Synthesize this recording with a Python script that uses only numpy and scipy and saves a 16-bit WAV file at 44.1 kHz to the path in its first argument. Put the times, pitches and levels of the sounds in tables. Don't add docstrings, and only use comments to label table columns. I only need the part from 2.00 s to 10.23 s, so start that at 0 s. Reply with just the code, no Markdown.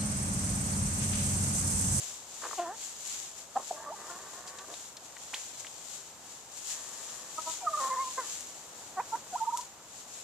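import sys
import numpy as np
from scipy import signal
from scipy.fft import rfft, irfft
from scipy.io import wavfile
from scipy.ndimage import uniform_filter1d

SR = 44100
rng = np.random.default_rng(int(sys.argv[2]) if len(sys.argv) > 2 else 0)


def volts(x):
    e = np.asarray(x, float) / 20
    return 10 ** e


def digitize_waveform(pressure):
    field = np.atleast_2d(pressure).T
    bounded = np.clip(field, -1, 1)
    quanta = np.round(bounded * 32767).astype(np.int16)
    wavfile.write(sys.argv[1], SR, quanta)


N = 362943
TIME = np.arange(N) / SR
PORT_LAG = 2

STACK = (1, 2, 3, 4)
CLEAR = dict(wobble=.012, shimmer_db=1.4, rough=.13)
PURE = dict(wobble=.006, shimmer_db=.6, rough=.08)


def walk(rate_hz, size=N):
    hold = int(SR / rate_hz)
    steps = np.repeat(rng.standard_normal(size // hold + 1), hold)
    return 1.3 * uniform_filter1d(uniform_filter1d(steps, hold), hold)[:size]


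def notes(tables, orders, wobble, shimmer_db, rough):
    rows = np.concatenate(tables)
    a, b = int(rows[0, 0] * SR) - 400, int(rows[-1, 0] * SR) + 400
    size, t = b - a, TIME[a:b]
    gate, out = np.zeros(N), np.zeros(N)
    for table in tables:
        gate[int(table[0][0] * SR):int(table[-1][0] * SR) + 60] = 1
    hz = uniform_filter1d(np.interp(t, rows[:, 0], rows[:, 1]), size=100)
    hz = hz * (1 + wobble * walk(150, size))
    phase = 2 * np.pi * np.cumsum(hz) / SR
    haze = 1 + rough * walk(500, size)
    for k, level_db in zip(orders, rows[:, 2:].T):
        swell = uniform_filter1d(gate[a:b] * np.interp(t, rows[:, 0], volts(level_db)), size=150)
        shimmer = volts(shimmer_db * walk(70, size))
        out[a:b] += np.sqrt(2) * haze * swell * shimmer * np.sin(k * phase)
    return out


def partials(pitch, db, mouth, orders, mouth_width_hz, steep, low_db):
    levels = []
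    for k in orders:
        offset = 2 * (k * pitch - mouth) / mouth_width_hz
        levels.append(db + low_db * (k == 1) - steep * 10 * np.log10(1 + offset ** 2))
    return levels


def voice(rows, orders, glide, peak, edge_db, flat, mouth_width_hz, steep, low_db, **steadiness):
    u = np.linspace(0, 1, num=17)
    swell = edge_db * np.where(u < peak, 1 - u / peak, (u - peak) / (1 - peak)) ** flat
    next_starts = [r[0] for r in rows[1:]] + [TIME[-1]]
    tables = []
    for (s, length, hz, db, mouth), after in zip(rows, next_starts):
        t = s + u * min(length, after - s - 1 / SR)
        pitch = hz * (1 + glide(u, hz))
        levels = partials(pitch, db + swell, mouth, orders, mouth_width_hz, steep, low_db)
        tables.append(np.transpose([t, pitch, *levels]))
    return notes(tables, orders, **steadiness)


def lift(by):
    return lambda u, hz: by * u


def breaks(u, hz):
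    scoop = .35 * np.exp(-u / .15)
    flip = 1 / (1 + np.exp((.69 - u) / .05))
    return (500 / hz - 1) * (scoop + flip)


def clucks():
    # t/s, f/Hz, level/dB, mouth/Hz
    long_cluck = [(.575, 400, -52, 760), (.597, 347, -30, 700), (.607, 337, -36, 760), (.62, 356, -35, 710),
                  (.64, 352, -38, 710), (.665, 330, -36.5, 850), (.695, 354, -38, 720),
                  (.735, 448, -45, 850), (.757, 455, -62, 880)]
    # t/s, length/s, f/Hz, level/dB, mouth/Hz
    level_clucks = [
        (1.718, .048, 300, -46, 620),
        (1.766, .046, 289, -49, 1150),
        (1.795, .045, 300, -49, 900),
        (1.86, .046, 289, -39.5, 1160),
    ]
    murmurs = [
        (1.764, .058, 324, -51, 650),
        (1.822, .04, 318, -56, 640),
        (5.61, .03, 475, -50, 950),
    ]
    low_barks = [
        (1.5525, .031, 240, -28.5, 770),
        (1.7055, .012, 240, -32, 720),
    ]
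    wide = [
        (5.373, .05, 319, -31.5, 1140),
        (5.452, .095, 322, -34.5, 1020),
    ]
    s, hz, db, mouth = np.transpose(long_cluck)
    levels = partials(hz, db, mouth, STACK, mouth_width_hz=190, steep=1.05, low_db=.3)
    out = notes([np.transpose([s, hz, *levels])], STACK, **CLEAR)
    out += voice(level_clucks, STACK, lift(.01), peak=.4, edge_db=-10, flat=3.1, mouth_width_hz=150,
                 steep=.95, low_db=-6, wobble=.015, shimmer_db=2.1, rough=.25)
    out += voice(murmurs, (2, 5), lift(.01), peak=.35, edge_db=-8, flat=2.5, mouth_width_hz=900,
                 steep=.7, low_db=0, **CLEAR)
    out += voice(low_barks, (1, 2, 3, 4, 5, 6, 7), lift(.04), peak=.45, edge_db=-20, flat=2.6,
                 mouth_width_hz=230, steep=1.45, low_db=-6, wobble=.05, shimmer_db=3.5, rough=.5)
    return out + voice(wide, STACK, lift(.005), peak=.27, edge_db=-26, flat=1.1, mouth_width_hz=330,
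                       steep=1.4, low_db=-2.5, **CLEAR)


def yelps():
    # t/s, length/s, f/Hz, level/dB, mouth/Hz
    full = [
        (6.965, .05, 362, -28.5, 900),
    ]
    dying = [
        (7.115, .056, 447, -29.5, 910),
    ]
    leading = [
        (7.322, .05, 357, -28.5, 900),
    ]
    out = voice(full, (1, 2, 3, 4, 5), breaks, peak=.74, edge_db=-24, flat=4.5, mouth_width_hz=300,
                steep=1.35, low_db=-6, **CLEAR)
    out += voice(dying, (1, 2, 3), breaks, peak=.46, edge_db=-34, flat=3.1, mouth_width_hz=300,
                 steep=1.5, low_db=-10, **PURE)
    return out + voice(leading, (2, 4), breaks, peak=.76, edge_db=-20, flat=3.5, mouth_width_hz=480,
                       steep=2.9, low_db=-9, **PURE)


def wail():
    # t/s, f/Hz, level/dB
    rough_line = [
        (5.795, 1123, -43),
        (5.805, 1079, -34),
        (5.871, 1051, -35),
        (5.887, 1102, -40),
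        (5.9, 1103, -36),
    ]
    # t/s, f/Hz, level/dB
    clear_lines = [
        [(5.9, 1069, -37), (5.908, 1034, -30), (5.922, 1027, -29), (5.944, 1072, -35), (5.962, 1070, -41)],
        [(5.962, 1025, -41), (5.968, 1017, -33), (5.982, 1018, -32), (6.006, 1072, -29), (6.024, 1072, -32),
         (6.045, 1034, -38)],
        [(6.045, 1006, -39), (6.071, 1038, -38), (6.083, 1024, -38), (6.095, 1038, -49), (6.119, 1017, -49),
         (6.135, 1049, -66)],
    ]

    def stack(rows, over_db):
        table = []
        for s, hz, db in rows:
            fourth_db = db - 10 + 1.6 * (db + 40) - 27
            table.append((s, hz / 2, db, fourth_db, *(db + o for o in over_db)))
        return np.array(table)

    rough = notes([stack(rough_line, (-19, -31, -16, -17, -22))], (2, 4, 1, .5, 1.5, 2.5, 3.5),
                  wobble=.014, shimmer_db=1.6, rough=.25)
    clear = notes([stack(rows, (-24,)) for rows in clear_lines], (2, 4, 1),
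                  wobble=.005, shimmer_db=.7, rough=.1)
    return rough + clear


def sobs():
    # t/s, length/s, f/Hz, level/dB, mouth/Hz
    sagging = [
        (5.643, .019, 760, -46, 1400),
        (5.662, .038, 680, -24.5, 1220),
        (5.7, .027, 690, -44, 1330),
        (5.724, .047, 665, -27.5, 1180),
    ]
    drone = [
        (5.772, .029, 618, -35, 1240),
    ]
    falling = [
        (6.172, .07, 545, -31.5, 1070),
    ]
    # t/s, f/Hz, level/dB
    under = [(5.613, 800, -59), (5.642, 735, -41), (5.66, 690, -37), (5.677, 640, -60), (5.707, 668, -41),
             (5.74, 600, -62), (5.79, 618, -46), (5.812, 545, -52), (5.98, 510, -58)]
    out = voice(sagging, (2, 3), lambda u, hz: -.13 * (1 - np.exp(-u / .35)), peak=.36, edge_db=-18,
                flat=1.6, mouth_width_hz=260, steep=2.1, low_db=-9, **PURE)
    out += voice(drone, (1, 2, 4), lift(-.01), peak=.3, edge_db=-6, flat=3.5, mouth_width_hz=130,
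                 steep=1.2, low_db=-3.5, wobble=.02, shimmer_db=1.4, rough=.28)
    out += voice(falling, STACK, lift(-.19), peak=.16, edge_db=-20, flat=1.3, mouth_width_hz=240,
                 steep=.9, low_db=1.5, **CLEAR)
    return out + notes([under], (1,), **CLEAR)


def trill():
    # t/s, length/s, f/Hz, level/dB
    trill_beats = [
        (7.4, .049, 442, -28.5),
        (7.467, .039, 453, -29),
        (7.52, .043, 466, -29),
        (7.579, .028, 477, -36),
        (7.608, .033, 470, -51),
    ]
    squeak_ratio, squeak_db = 1.42, -46
    beats = [(s, n, hz, db, 2 * hz) for s, n, hz, db in trill_beats]
    ends = [7.374] + [s + n for s, n, *_ in trill_beats]
    squeaks = []
    for end, (s, _, hz, _) in zip(ends, trill_beats[:-1]):
        squeaks.append((end, s - end, squeak_ratio * hz, squeak_db, 2 * squeak_ratio * hz))
    out = voice(beats, (2,), lambda u, hz: .28 * (u - .33) ** 2, peak=.5, edge_db=-19, flat=3.3,
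                mouth_width_hz=400, steep=.9, low_db=-9, **PURE)
    out += voice(squeaks[:1], (2,), lambda u, hz: .13 * np.sin(3.0 * u) - .03, peak=.45, edge_db=-4,
                 flat=2.1, mouth_width_hz=600, steep=.9, low_db=-9, **PURE)
    return out + voice(squeaks[1:], (2,), lift(-.1), peak=.55, edge_db=-5, flat=2.1,
                       mouth_width_hz=600, steep=.9, low_db=-9, **PURE)


def moan():
    # t/s, length/s, f/Hz, level/dB, mouth/Hz
    moan_notes = [(1.95, .13, 392, -55, 1180), (2.085, .075, 345, -48, 1040), (2.16, .05, 372, -53, 1130),
                  (2.25, .08, 385, -55, 1150), (2.33, .09, 352, -55, 1060), (2.44, .13, 363, -55, 1090),
                  (2.585, .065, 380, -52, 1140)]
    # t/s, f/Hz, level/dB
    creak = [(1.85, 610, -54), (1.89, 580, -48), (1.905, 620, -38), (1.917, 690, -42), (1.926, 930, -39),
             (1.936, 940, -44), (1.941, 830, -42), (1.952, 800, -60)]
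    out = voice(moan_notes, (1, 2, 3, 4, 5), lift(.03), peak=.35, edge_db=-4, flat=2.1, mouth_width_hz=330,
                steep=.9, low_db=-1.5, wobble=.013, shimmer_db=2.5, rough=.35)
    return volts(-1.1) * out + notes([creak], (1,), **CLEAR)


def band(x, hz, width_hz):
    return signal.lfilter(*signal.iirpeak(min(hz, .44 * SR), hz / width_hz, fs=SR), x)


def growls(tables, jitter, scatter_db, breath):
    # f/Hz, width/Hz, level/dB
    throat = [
        [(330, 180, -4), (510, 170, -1), (700, 200, 0)],
        [(900, 180, -2), (1150, 260, 0)],
        [(1500, 240, -3), (1780, 300, 4.5)],
    ]
    pulse_hz = 128
    out = np.zeros(N)
    for table in tables:
        s, db, *over_db = np.transpose(table)
        a, b = int(s[0] * SR), int(s[-1] * SR)
        size, t = b - a, TIME[a:b]
        drift = 1 + .06 * walk(20, size) + jitter * walk(150, size)
        phase = np.cumsum(pulse_hz * drift) / SR
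        pulses = np.diff(np.floor(phase), prepend=0) * volts(scatter_db * rng.standard_normal(size))
        air = np.exp(-(phase % 1) / .4) * rng.standard_normal(size)
        source = pulses + breath * air
        fade = signal.windows.tukey(size, 400 / size)
        for modes, part_db in zip(throat, (db, db + over_db[0], db + over_db[1])):
            part = np.zeros(size)
            for k, (f, w, g) in enumerate(modes):
                part += (-1) ** k * volts(g) * band(band(source, f, w), f, w)
            out[a:b] += part / np.std(part) * volts(np.interp(t, s, part_db)) * fade
    return out


def held(rows, attack_s, release_s, edge_db):
    tables = []
    for s, n, db, *over in rows:
        up = min(attack_s, n / 2)
        steps = ((0, edge_db), (up, 0), (max(n - release_s, up + 1 / SR), 0), (n, edge_db))
        tables.append([(s + t, db + d, *over) for t, d in steps])
    return tables


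def throaty():
    # t/s, length/s, low throat level/dB, middle over low/dB, upper over low/dB
    hoarse_rows = [
        (1.95, .35, -56, 4, -2),
        (2.3, .355, -58, 1, -1),
        (4.7, .65, -61, 3, 0),
    ]
    rasp_rows = [
        (.58, .18, -57, 2, 3),
        (1.755, .195, -56, 3, -2),
        (5.8, .23, -54, 3, 3),
    ]
    rattle_rows = [
        (.415, .085, -47, 3, -2),
        (.505, .055, -54, 2, -3),
        (2.675, .07, -47, -6, -12),
    ]
    tail_rows = [
        (1.582, .058, -43, 1.5, -14),
        (6.175, .145, -50, 4, 1),
        (7.0, .06, -50, 1, -2),
        (7.152, .04, -47, 1.5, -4),
    ]
    airy_tables = held(rattle_rows, .03, .04, -8) + held(tail_rows, .001, .2, -18)
    airy = growls(airy_tables, jitter=.3, scatter_db=3.0, breath=.55)
    hoarse = growls(held(hoarse_rows, .04, .045, -9), jitter=.02, scatter_db=1.6, breath=.035)
    rasps = growls(held(rasp_rows, .025, .04, -7), jitter=.2, scatter_db=4.0, breath=.08)
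    return airy + volts(-1.4) * hoarse + volts(-1.5) * rasps


def burst(hz, width, t60_s, crack, rise_s, dull):
    t = TIME[:4000]
    decay = np.exp(-np.log(1000) * t / max(t60_s, .003))
    x = rng.standard_normal(len(t)) * decay * (1 - np.exp(-t / rise_s))
    x[0] += crack
    y = np.zeros(len(t))
    for k, gain in ((1, 1), (1.55, .25), (.6, .5)):
        y += gain * band(band(x, k * hz, width * hz), k * hz, width * hz)
    y = band(y, hz, dull * hz)
    return y / np.max(np.abs(y))


def place(rows, width, crack, rise_s, dull):
    out = np.zeros(N + 4000)
    for s, db, hz, t60_s in rows:
        a = int(s * SR)
        out[a:a + 4000] += volts(db) * burst(hz, width, t60_s, crack, rise_s, dull)
    return out[:N]


def barks():
    # t/s, peak level/dB, throat f/Hz, t60/s
    boks = [(.4195, -40, 1400, .02), (.4365, -36, 1190, .02), (.4385, -30, 1190, .02),
            (.449, -35, 1000, .02), (.4525, -30, 890, .025), (.4575, -35, 950, .025),
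            (.468, -36, 1500, .02), (.487, -39, 1400, .02), (.511, -29, 1140, .018), (.531, -29, 1050, .02),
            (.5355, -33, 1000, .025), (1.5655, -36, 1600, .02), (2.08, -41, 1000, .04),
            (2.192, -42, 900, .025), (3.343, -36, 950, .02)]
    return place(boks, width=.45, crack=22, rise_s=.003, dull=1.3)


def flick():
    start_s, end_s, from_hz, to_hz = 3.3315, 3.354, 500, 5200
    u = (TIME - start_s) / (end_s - start_s)
    inside, past = np.clip(u, 0, 1), np.maximum(u, 0)
    phase = 2 * np.pi * np.cumsum(from_hz + (to_hz - from_hz) * inside) / SR
    sweep = np.sin(np.pi * inside) * np.sin(phase) * (1 + .4 * walk(900))
    settle = (u > .3) * np.exp(-past / 1.4) * band(rng.standard_normal(N), 2600., 1700.)
    thud = (u > 0) * np.exp(-past / .9) * band(rng.standard_normal(N), 750., 500.)
    return volts(-33) * (sweep + 1.5 * settle + 1.2 * thud)


def pen(hens):
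    t60_s, echo_db = .16, -15
    pan_db = np.interp(TIME, [0, 2, 5, 6.5, 8], [-.5, -1.5, -2.3, -.3, -4.5])
    direct = np.array([np.roll(hens, PORT_LAG // 2) * volts(pan_db / 2), hens * volts(-pan_db / 2)])
    tail = rng.standard_normal((2, 8000)) * np.exp(-np.log(1000) * TIME[:8000] / t60_s)
    tail = volts(echo_db) * tail / np.sqrt(np.sum(tail[0] ** 2))
    return direct + signal.fftconvolve(hens[None], tail, axes=1)[:, :N]


def snaps():
    # t/s, peak level/dB, f/Hz, t60/s
    stalks = [(.58, -41, 2600, .3), (.435, -44, 2500, .15), (1.0755, -21, 7000, .01),
              (1.3159, -38, 7000, .015), (2.9696, -33, 5500, .02), (4.4608, -43, 6800, .015),
              (6.4712, -32, 6900, .012), (6.7181, -41, 7300, .015), (7.4734, -40, 7600, .015),
              (7.885, -44, 7200, .015), (1.6876, -34, 5000, .015), (1.8507, -41, 6000, .015),
              (2.4743, -36, 4800, .09), (2.585, -38, 3400, .05), (2.7395, -34, 3390, .025),
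              (2.968, -34, 4200, .04), (3.165, -38, 1700, .03), (3.341, -33, 7000, .04),
              (3.595, -39, 6800, .06), (3.618, -44, 800, .012), (3.645, -36, 2000, .025),
              (3.6666, -35, 2750, .03), (4.5231, -37, 6500, .02), (5.4196, -29, 6500, .02),
              (6.4078, -24, 6800, .008), (7.5358, -37, 6500, .02), (7.5737, -18.5, 6500, .008),
              (7.5767, -30, 7500, .01), (7.5781, -26, 7500, .008), (7.5816, -25, 7200, .008),
              (7.5897, -31, 6500, .008), (7.609, -34, 5500, .04), (8.2107, -35, 6000, .015)]
    brief = [r for r in stalks if r[3] < 1 / 45]
    longer = [r for r in stalks if r[3] >= 1 / 45]
    x = place(brief, width=.9, crack=5.5, rise_s=.0008, dull=2.2)
    x = x + place(longer, width=.7, crack=1.2, rise_s=.001, dull=1.5)
    x = x + .9 * band(x, 7200., 1300.)
    return np.array([np.roll(x, PORT_LAG // 2) * volts(2.5), x * volts(-1.8)])


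def scratching():
    # t/s, level/dB, time to fade 10 dB/s
    scratches = [(0.03, -42.6, 0.19), (0.43, -43.9, 0.28), (0.83, -43.0, 0.16), (1.11, -40.4, 0.21),
                 (1.39, -45.2, 0.07), (1.68, -45.1, 0.16), (1.87, -58.8, 0.17), (2.1, -46.9, 0.21),
                 (2.38, -49.7, 0.18), (2.49, -46.6, 0.05), (2.59, -49.9, 0.12), (2.81, -45.6, 0.17),
                 (3.06, -51.9, 0.1), (3.23, -48.4, 0.08), (3.39, -48.3, 0.22), (3.6, -48.4, 0.47),
                 (3.95, -48.3, 0.16), (4.32, -47.1, 0.12), (4.58, -43.9, 0.08), (4.71, -38.9, 0.08),
                 (5.07, -44.8, 0.53), (5.51, -43.6, 0.22), (5.85, -42.2, 0.21), (6.13, -40.6, 0.15),
                 (6.31, -43.3, 0.27), (6.81, -50.6, 0.17), (7.06, -49.2, 0.29), (7.35, -46.4, 0.15),
                 (7.59, -44.7, 0.11), (8.14, -46.3, 0.21),
                 (1.83, -51, .04),
        (3.6, -44, .03),
        (5.1, -43, .05),
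        (5.43, -45, .05),
        (6.5, -49, .06),
        (8.01, -48, .07),
    ]
    still_db = -70
    power = volts(2 * still_db) ** 2 * 0
    for s, db, fade_s in scratches:
        power = power + volts(4 * (db - 10 * abs(TIME - s) / max(fade_s, .02)))
    return 10 * np.log10(np.sqrt(power) + volts(2 * still_db))


def colour(x, points):
    hz, db = np.transpose(points)
    log_f = np.log(np.maximum(np.fft.rfftfreq(N, 1 / SR), 1))
    y = irfft(rfft(x) * volts(np.interp(log_f, np.log(hz), db)), N)
    return y / np.std(y)


def hay():
    # f/Hz, level/dB per Hz
    hay_spectrum = [(710, -27), (1200, -17.5), (2240, -15), (3110, -12), (3560, -11.5), (5210, -10),
                    (7160, -0.5), (9230, -14), (13600, -22.5), (14500, -28.5), (15000, -75)]
    db = scratching() + 1.7 * walk(13)
    shared = rng.standard_normal(N)
    out = []
    for side in (1, -1):
        grains = (rng.random(N) < .05) * rng.standard_normal(N) * volts(1.6 * rng.exponential(size=N))
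        hiss = 1.1 * rng.standard_normal(N) + .7 * np.roll(shared, PORT_LAG * (side > 0))
        x = colour(grains / np.std(grains) + hiss, hay_spectrum)
        x = x * volts(.7 * walk(25)) + .2 * volts(4.0 * walk(8)) * band(x, 3600., 2600.)
        x = x + .2 * band(x, 7250., 900.)
        x = x + side * .46 * band(x, 13000., 9000.)
        out.append(x * volts(db + 2.1 + .9 * side))
    return np.array(out)


def yard():
    # f/Hz, level/dB per Hz
    yard_spectrum = [(15, -46), (25, -14), (106, -3), (373, -3), (833, 1.5), (2130, -9.5), (5280, -10.5),
                     (7280, -3.5), (9770, -19.5), (13800, -15), (15000, -47)]
    shared = band(rng.standard_normal(N), 400., 1500.)
    own = rng.standard_normal((2, N))
    own = own - .7 * band(own, 400., 1500.)
    noise = [colour(np.roll(shared, lag) + c, yard_spectrum) for c, lag in zip(own, (PORT_LAG, 0))]
    hum = volts(-79) * np.sin(2 * np.pi * 60 * TIME)
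    return np.array(noise) * volts(-56.5 + 3.5 + .8 * walk(1.5)) + hum


def scene():
    hens = clucks() + yelps() + sobs() + wail() + trill() + moan()
    hens = hens + throaty() + barks() + flick()
    return pen(hens) + snaps() + hay() + yard()


def roll_off(x):
    return signal.sosfilt(signal.butter(12, 14300, fs=SR, output="sos"), x)


def record(dry):
    low_pass = signal.ellip(8, .2, 60, 14200, fs=SR, output="sos")
    mix = signal.sosfilt(low_pass, dry)
    return roll_off(mix)


dry = scene()
out = record(dry)
digitize_waveform(out)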